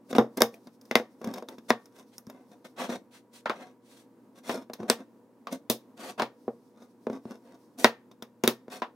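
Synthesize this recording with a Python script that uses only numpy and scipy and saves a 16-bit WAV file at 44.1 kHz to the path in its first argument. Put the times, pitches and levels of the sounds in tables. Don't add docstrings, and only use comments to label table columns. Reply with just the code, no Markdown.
import sys
import numpy as np
from scipy import signal
from scipy.fft import rfft, irfft, next_fast_len
from scipy.io import wavfile
from scipy.ndimage import map_coordinates

SR = 44100
rng = np.random.default_rng(int(sys.argv[2]) if len(sys.argv) > 2 else 0)


def unload_audio(sound):
    columns = np.transpose(np.atleast_2d(sound))
    steps = np.round(np.clip(columns, -1, 1) * 32767)
    wavfile.write(sys.argv[1], SR, steps.astype(np.int16))


N = 394694
HIT_SIZE = 16384
TOP_HZ = 15900
MID_HZ, MID_OCTAVES = 1400, 1.7
NEAR_UNTIL_S = 2.7
NEAR_DOWEL_DB, FAR_DOWEL_DB = 5.5, -8

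# f/Hz, density/dB per Hz
AIR_COLOUR = [(30, -51.5), (60, -41.5), (100, -19.5), (150, -16), (240, 2.5), (400, -9), (490, -9),
              (720, -19), (960, -16.5), (1300, -25.5), (3000, -38.5), (5600, -40.5), (16000, -43)]
# f/Hz, level/dB RMS
MOTOR_LINES = [(119.8, -76), (240, -73), (479.1, -70), (958.2, -78)]
# f/Hz, T60/s
ROOM_T60 = [(100, .24), (260, 0.18), (700, 0.12), (1840, 0.098), (4850, 0.13), (12800, 0.12)]
# f/Hz, level/dB
ROOM_SEND = [(100, -14.5), (300, -2), (1000, 0), (3000, -4), (8000, -10), (15000, -4.5)]
# f/Hz, correlation
LIKENESS = [(200, 0.95), (600, 0.96), (1200, 0.78), (3000, 0.33), (12000, 0.77)]

# f/Hz, left minus right/dB
PORT_BALANCE = [(60, -2.5), (110, 0), (200, 1.5), (380, 0), (700, 0.5), (1290, 1.5), (2380, 1.5),
                (4400, 1.5), (8120, -1.0), (12500, -4), (15000, -3)]
# f/Hz, left lead/rad
PORT_LEAD = [(1400, 0), (2000, -1.1), (2500, -.9), (2850, -1.8), (3050, -3.7), (3500, -6.4), (5300, -6.6),
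             (7500, -6.1), (10500, -5.1)]
# f/Hz, level/dB
PORT_COLOUR = [(2200, 0), (2800, 0.5), (3600, 0.5), (6600, 0.5), (7400, -3), (8400, -0.5), (12000, -0.5),
               (14500, -3)]

# f/Hz, width/Hz, relative level/dB
BENCH_MODES = [(127.3, 9.7, 7.5), (228.9, 7.3, 6), (229.4, 15, 17), (243.5, 24, 17.5), (311.8, 29, -6.5),
               (345, 76, 7), (395, 82, -3.5), (471.6, 12, 7.5), (615, 54, 3), (705, 430, -7),
               (1033, 190, 3.5), (1005, 67, -1), (1136.3, 8, -2), (1250, 38, -4), (1390, 91, 5),
               (1640, 63, -0.5), (1830, 8, 2.5), (2150, 55, 3)]
# f/Hz, width/Hz, relative level/dB
DOWEL_MODES = [(2210, 84, -6.5), (3720, 140, 6), (5220, 330, 2.5), (5700, 970, -1), (6370, 250, -1.5),
               (9010, 260, -2.5), (12000, 1400, -2)]

# start/s, end/s
GRIPS = [(0.01, 2.8), (6.3, 7.8)]
# f/Hz, density/dB per Hz
SKIN_COLOUR = [(300, -28), (2000, -10.5), (5500, 2), (7000, -4.5), (9000, -2.5), (16000, -6)]
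# f/Hz, density/dB per Hz
RUB_COLOUR = [(50, -49.5), (100, -26), (160, -14), (240, -1.5), (370, -5), (500, 0), (850, -8),
              (1500, -14.5), (2800, -25.5), (5000, -34), (8500, -28.5), (16000, -36)]
RUB_EDGES_HZ = [150, 700, 2400, 7000, 16000]
# peak
# t/s, rise/s, fall/s, level before the swell/dB, brightness/dB per octave, midrange/dB
SLIDES = [(0.11, 0.03, 0.014, -38.5, -0.9, -8), (0.163, 0.018, 0.011, -29, -2.2, -0.05),
          (0.383, 0.017, 0.013, -33, -3, -0.5), (0.41, 0.006, 0.009, -29.5, -4, 9),
          (1.7, 0.02, 0.022, -39.5, 2.1, 4), (2.65, 0.0083, 0.034, -47, 0, 1),
          (2.815, 0.058, 0.073, -39, 0.4, 9), (2.93, 0.068, 0.047, -34.5, -1.3, 1),
          (3.58, 0.07, 0.17, -52, -1.35, 6), (4.376, 0.032, 0.044, -56, 1, 0.5),
          (4.492, 0.067, 0.093, -43, 1.84, 2.6), (5.54, 0.044, 0.029, -34, -2, -9),
          (6.043, 0.084, 0.11, -41.5, 1, 4.5), (6.186, 0.011, 0.057, -42.5, -1.5, 10.5),
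          (7.808, 0.035, 0.055, -32, 0.9, -10.5), (8.73, 0.036, 0.088, -43, 1.1, 3.5)]
# peak t/s, rise/s, fall/s, level before the swell/dB, brightness/dB per octave
DRAGS = [(0.549, 0.03, 0.046, -51.5, 0.3), (1.279, 0.084, 0.061, -40, -1.1), (1.36, 0.08, 0.073, -40, 1.4),
         (1.51, 0.037, 0.05, -41.5, 0.2), (2.0, 0.095, 0.049, -48.5, 3.5),
         (2.309, 0.037, 0.21, -53.5, -0.6), (2.523, 0.015, 0.036, -50.5, 2.5), (4.55, 0.05, 0.11, -37, 1.5),
         (4.83, 0.068, 0.061, -42, -1.5), (4.893, 0.016, 0.0067, -30.5, 2.7),
         (4.999, 0.046, 0.047, -45.5, -0.0), (6.82, 0.1, 0.074, -53.5, 1), (7.15, 0.083, 0.064, -43, -0.7),
         (7.308, 0.08, 0.082, -43, 0.8), (7.5, 0.091, 0.11, -51.5, 1.3)]
# peak t/s, rise/s, fall/s, level before the swell/dB, brightness/dB per octave
SWISHES = [(2.131, 0.021, 0.038, -62, -3.5), (3.139, 0.036, 0.086, -56.5, -2.5),
           (3.379, 0.073, 0.04, -55.5, -1), (3.965, 0.17, 0.11, -63.5, -0.7)]
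SLIDE_TONE = [-1.5, -7, -7, -14]
DRAG_TONE = [0, -11.5, -19.5, -28.5]
SWISH_TONE = [-21, -7, 3.5, -1]

HIT_EDGES_HZ = [90, 320, 800, 2400, 7000, 16000]
# t/s, level/dB, brightness/dB per octave, midrange/dB, piece f/Hz, relative piece ring/dB, room send/dB
SEATINGS = [(0.1282, -39, -2.5, 4, 498, 6, 1), (0.1507, -36, -2, 7, 462, -6, 3.5),
            (0.1832, -23.5, -3.5, 6.5, 427, -8.5, 5.5), (0.3714, -37.5, 2.4, -10, 497, -4.5, -1),
            (0.4048, -30.5, 1, -8, 507, -2.5, 0), (0.4192, -17.5, 1.84, 3, 5263, 5.5, -3.5),
            (4.8992, -18.5, 2, -1, 8230, 9.5, 1), (5.6992, -19.5, 1.5, -10, 3777, 2, 7.5),
            (8.4372, -24.5, -0.9, -0.5, 373.6, 7.5, 7), (8.4767, -18, 1.35, -2.5, 372, 7.5, 0.5)]
# t/s, level/dB, brightness/dB per octave, midrange/dB, piece f/Hz, relative piece ring/dB, room send/dB
CLACKS = [(0.9114, -28.5, 0, -4.5, 2040, 11.5, 0.0), (0.9546, -13.8, 1.3, -6, 2083, 11.5, 0.0),
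          (1.7042, -18, -0.2, -3, 1910, 1, -5), (3.4573, -38, -0.6, 8, 596, 18, 14),
          (3.4962, -33, -0.2, 4, 1333, 3.5, 9.5), (4.4937, -27.2, -0.5, -7, 494.3, -8.5, 12),
          (5.4702, -43.5, 1, 4, 1180, 20.5, 6.5), (6.1972, -29, 0, 1, 966, 2, 6),
          (6.2202, -27, 0.06, -4, 984, -10.5, 6), (7.8447, -10.7, 1.17, -4.5, 1912.0, 3.5, 0.5),
          (8.8195, -36.5, -0.85, 5.5, 1006, 7, 8.5)]
# t/s, level/dB, brightness/dB per octave, bench thump (lowest band)/dB, piece f/Hz
BUMPS = [(0.9978, -36.5, -2, -13, 491), (1.2145, -44.5, 1, -2.5, 448), (1.2429, -36.5, 4, 6, 455),
         (1.2728, -41, 3, 15.5, 230), (1.3582, -43.5, 2, -1, 1010), (1.3809, -39, 3, -17, 1000),
         (1.4234, -41.5, -0.1, -11, 1040), (2.2697, -58.5, 3, 23.5, 240), (2.298, -45, 4.5, 4, 546),
         (2.8917, -41, -1.5, -4, 730), (4.5514, -41.5, -1.5, -12.5, 452), (4.698, -43.5, -0.8, -8.5, 627),
         (4.803, -46, -0.5, 4, 407), (4.8311, -42.5, 0, 1, 474), (6.479, -37, -5, -16.5, 399),
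         (7.0681, -33.5, -2, -10.5, 419), (7.0986, -38, -1.5, -3.5, 397), (7.2534, -47.5, -1.9, 0.5, 426),
         (8.6806, -48, -1, -6, 450)]
# t/s, level/dB, brightness/dB per octave, piece f/Hz, relative piece ring/dB
TICKS = [(0.5414, -59, 1, 2440, 23), (0.6706, -57, -2.5, 4790, 12.5), (0.8128, -69, 3.5, 5080, 15),
         (0.8535, -69.5, 2.5, 5100, 15.5), (1.3379, -47, 0.5, 1000, 9), (1.4862, -48.5, 0.3, 3750, 17),
         (1.5821, -55.5, -2.2, 480, 0), (1.857, -63, 1.2, 5580, 17), (2.1815, -56.5, 4.5, 5510, 23.5),
         (2.268, -62, 0, 5500, 24), (4.734, -47.5, 1.6, 4160, 10), (5.524, -56, 4.5, 497, -1),
         (8.113, -60.5, -1.5, 1040, 3), (8.2231, -46.5, -0.5, 3540, 10.5)]
SEATING_TONE = [-5, -0.5, -7.5, -7.5, -12]
CLACK_TONE = [-9, -1, -0.1, -9, -22.5]
BUMP_TONE = [1.4, 1.5, -10, -20.5, -27.5]
TICK_TONE = [-0.5, -1, -3, -1, -6.5]


def amp(db):
    return 10 ** (np.asarray(db) / 20)


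def unit(x):
    return x / np.sqrt(np.mean(x ** 2) + 1e-20)


def along(points, hz):
    f, values = np.transpose(points)
    return np.interp(np.log(hz + 1), np.log(f + 1), values)


def wobble(rate):
    knots = rng.standard_normal(int(N * rate / SR) + 4)
    return map_coordinates(knots, [np.arange(N) * rate / SR], order=2)


def filtered(x, response):
    n = x.shape[-1]
    padded = next_fast_len(n + HIT_SIZE)
    f = np.fft.rfftfreq(padded, 1 / SR)
    return irfft(rfft(x, padded) * response(f), padded)[..., :n]


def resonance(f, centre, width):
    return 1j * f * width / (centre ** 2 - f ** 2 + 1j * f * width)


def modes(table, f):
    return sum(amp(db) * resonance(f, hz, width) for hz, width, db in table)


def loose_modes(f, count=18, quality=48, strength=1.1):
    place, size = rng.random((2, count))
    centres = 650 * 2 ** (3.4 * (np.arange(count) + place) / count)
    total = 0
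    for k, hz in enumerate(centres):
        total = total + strength * (-1) ** k * (.5 + size[k]) * resonance(f, hz, hz / quality)
    return total


def causal(gain):
    cepstrum = irfft(np.log(np.maximum(gain, 1e-6)))
    half = len(cepstrum) // 2
    cepstrum[1:half] *= 2
    cepstrum[half + 1:] = 0
    return np.exp(rfft(cepstrum))


def tone(base_db, edges, level_db, brightness, mid_db=0):
    octaves = np.log2(np.sqrt(np.multiply(edges[1:], edges[:-1])) / MID_HZ)
    midrange = mid_db * np.exp(-(octaves / MID_OCTAVES) ** 2)
    return np.array(base_db) + level_db + brightness * octaves + midrange


def band_gain(x, edges, levels_db, f):
    size = HIT_SIZE * 2
    power = 2 * np.mean(abs(rfft(x, size)) ** 2, 0) / (size * x.shape[1])
    bands = np.histogram(np.fft.rfftfreq(size, 1 / SR), edges, weights=power)[0]
    centres = np.sqrt(np.multiply(edges[1:], edges[:-1]))
    change_db = levels_db - 10 * np.log10(abs(bands) + 1e-20)
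    return amp(along(np.c_[centres, change_db], f))


def diffuse(pair):
    turn = lambda f: np.arccos(np.clip(along(LIKENESS, f), -1, 1)) / 2
    mid, side = filtered(pair, lambda f: np.array([np.cos(turn(f)), np.sin(turn(f))]))
    return np.array([mid + side, mid - side])


def room_tail(late_db=-20, late_t60=0.31):
    f, t, noise = signal.stft(rng.standard_normal((2, HIT_SIZE)), SR, nperseg=256)
    t60 = along(ROOM_T60, f)[:, None]
    early = amp(-60 * t / t60)
    late = amp(late_db - 60 * t / late_t60) / (1 + f[:, None] / 5000)
    energy = np.sqrt(np.log(1e6) / (t60 * SR))
    tail = signal.istft(noise * (early + late) * energy, SR, nperseg=256)[1][:, :HIT_SIZE]
    onset = 1 - np.exp(-np.arange(HIT_SIZE) / SR / .0015)
    return rfft(diffuse(tail) * onset)


def workshop(air_db=-59, drift_db=1, waver=0.24):
    t = np.arange(N) / SR
    air = unit(filtered(diffuse(rng.standard_normal((2, N))), lambda f: amp(along(AIR_COLOUR, f))))
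    hum = sum(amp(db) * np.sqrt(2) * np.sin(2 * np.pi * hz * t + waver * wobble(22))
              for hz, db in MOTOR_LINES)
    return amp(air_db + drift_db * wobble(12)) * air + hum


def fingers(level_db=-77, lumps_db=5):
    t = np.arange(N) / SR
    holding = sum(np.interp(t, [start, start + .1, end - .1, end], [0, 1, 1, 0]) for start, end in GRIPS)
    whisper = unit(filtered(diffuse(rng.standard_normal((2, N))), lambda f: amp(along(SKIN_COLOUR, f))))
    return holding * amp(level_db + lumps_db * wobble(24)) * whisper


def strokes(slide_grit=.45, drag_grit=.8, swish_grit=0.024):
    kinds = ((SLIDES, SLIDE_TONE, slide_grit), (DRAGS, DRAG_TONE, drag_grit),
             (SWISHES, SWISH_TONE, swish_grit))
    for table, base_db, grit in kinds:
        for peak, rise, fall, *voice in table:
            yield peak, rise, fall, tone(base_db, RUB_EDGES_HZ, *voice), grit


def rubbing(slips_per_s=170, rush_share=0.1, board_share=1.0, dowel_share=2.7, room_db=-7, swell=1.7):
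    t = np.arange(N) / SR
    colour = lambda f: amp(along(RUB_COLOUR, f))
    wood = lambda f: .5 + board_share * modes(BENCH_MODES, f) + dowel_share * modes(DOWEL_MODES, f)
    rush = unit(diffuse(rng.standard_normal((2, N))))
    impulses = (rng.random(N) < slips_per_s / SR) * rng.standard_normal(N)
    slips = unit(impulses) + rush_share * rush
    gritty = unit(filtered(slips, lambda f: colour(f) * wood(f)))
    smooth = unit(filtered(diffuse(rng.standard_normal((2, N))), colour))
    stutter = amp(2.8 * wobble(80))
    out = np.zeros((2, N))
    for peak, rise, fall, levels_db, grit in strokes():
        start, end = peak - rise, peak + fall
        span = slice(max(0, round(start * SR)), round(end * SR))
        rub = np.sqrt(grit) * gritty[:, span] + np.sqrt(1 - grit) * smooth[:, span]
        rub = rub * stutter[span]
        rub = filtered(rub, lambda f: 1 + 2 * np.sqrt(grit) * loose_modes(f))
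        rub = filtered(rub, lambda f: band_gain(rub, RUB_EDGES_HZ, levels_db, f))
        ramp = np.interp(t[span], [start, peak, end], [0, 1, 0])
        out[:, span] += rub * np.sin(np.pi / 2 * ramp) ** swell
    room = signal.fftconvolve(out, irfft(room_tail()), axes=1)[:, :N]
    return out + amp(room_db) * room


def contacts(bump_ring_db=-1, bump_room_db=0, tick_room_db=1, tick_dowel_db=6, seating_dowel_db=6,
             clack_dowel_db=-4):
    stack_db = lambda s: NEAR_DOWEL_DB if s < NEAR_UNTIL_S else FAR_DOWEL_DB
    kinds = (SEATINGS, SEATING_TONE, seating_dowel_db), (CLACKS, CLACK_TONE, clack_dowel_db)
    for table, base_db, extra_db in kinds:
        for s, db, brightness, mid_db, ring_hz, ring_db, room_db in table:
            levels_db = tone(base_db, HIT_EDGES_HZ, db, brightness, mid_db)
            yield s, levels_db, ring_hz, ring_db, room_db, stack_db(s) + extra_db
    for s, db, brightness, thump_db, ring_hz in BUMPS:
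        levels_db = tone(BUMP_TONE, HIT_EDGES_HZ, db, brightness)
        levels_db[0] += thump_db
        yield s, levels_db, ring_hz, bump_ring_db, bump_room_db, stack_db(s)
    for s, db, brightness, ring_hz, ring_db in TICKS:
        levels_db = tone(TICK_TONE, HIT_EDGES_HZ, db, brightness)
        yield s, levels_db, ring_hz, ring_db, tick_room_db, tick_dowel_db


def voiced(hit, levels_db):
    f, head = np.fft.rfftfreq(HIT_SIZE, 1 / SR), SR // 50
    for _ in range(2):
        hit = hit * causal(band_gain(irfft(hit)[:, :head], HIT_EDGES_HZ, levels_db, f))
    return irfft(hit) * np.clip(np.linspace(4, -1, HIT_SIZE), 0, 1)


def knocks(crack_s=0.00041, graze_s=0.0021, crack_hz=900, piece_q=24, piece_db=7, split=0.95, thud_db=-4,
           bending_lag_s=0.001571):
    out = np.zeros((2, N + HIT_SIZE))
    t, f = np.arange(HIT_SIZE) / SR, np.fft.rfftfreq(HIT_SIZE, 1 / SR)
    bright = (1j * f / (crack_hz + 1j * f)) ** 2
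    send = amp(along(ROOM_SEND, f)) * (1j * f / (150 + 1j * f)) ** 3
    radiation = (1j * f / (70 + 1j * f)) ** 2
    bending = np.exp(-4j * np.pi * bending_lag_s * np.sqrt(400 * f))
    bench = np.array([amp(db) * resonance(f, hz, width) for hz, width, db in BENCH_MODES])
    dowel = modes(DOWEL_MODES, f)
    hardest_db = max(max(row[1]) for row in contacts())
    for s, levels_db, ring_hz, ring_db, room_db, dowel_db in contacts():
        force = amp(max(levels_db) - hardest_db)
        contact_s = crack_s + graze_s * np.exp(-force / 0.13)
        crack = rng.standard_normal(HIT_SIZE) * t * np.exp(-t / contact_s)
        crack = rfft(crack / np.linalg.norm(crack)) * bright
        wood = amp(rng.normal(0, 2, len(bench))) @ bench
        width = ring_hz / piece_q
        pair = [(ring_hz, width, 0), (ring_hz * split, width, -3)]
        piece = amp(ring_db + piece_db) * modes(pair, f)
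        thud = amp(thud_db) * force * resonance(f, 55, 80)
        ringing = amp(dowel_db) * dowel
        body = (wood + loose_modes(f) + piece) * radiation + thud
        direct = crack * (1 + ringing) + body * bending
        delay_s = rng.normal(0, 2e-5)
        direct = direct * np.exp(1j * np.pi * np.array([[1], [-1]]) * np.minimum(f, 2500) * delay_s)
        scatter = send * room_tail() * np.sqrt(1 + abs(piece) + abs(ringing) ** 2)
        hit = direct + amp(room_db) * scatter
        out[:, round(s * SR):][:, :HIT_SIZE] += voiced(hit, levels_db)
    return out[:, :N]


def scene():
    sides = np.array([[.5], [-.5]])
    level = lambda f: amp(along(PORT_COLOUR, f) + sides * along(PORT_BALANCE, f))
    phase = lambda f: np.exp(1j * (sides + .5) * along(PORT_LEAD, f))
    work = fingers() + rubbing() + knocks()
    return workshop() + filtered(work, lambda f: level(f) * phase(f))


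def record(dry):
    rounded = dry / (1 + (dry / .9) ** 4) ** (1 / 4)
    return filtered(rounded, lambda f: 1 / np.sqrt(1 + (f / TOP_HZ) ** 120))


dry = scene()
out = record(dry)
unload_audio(out)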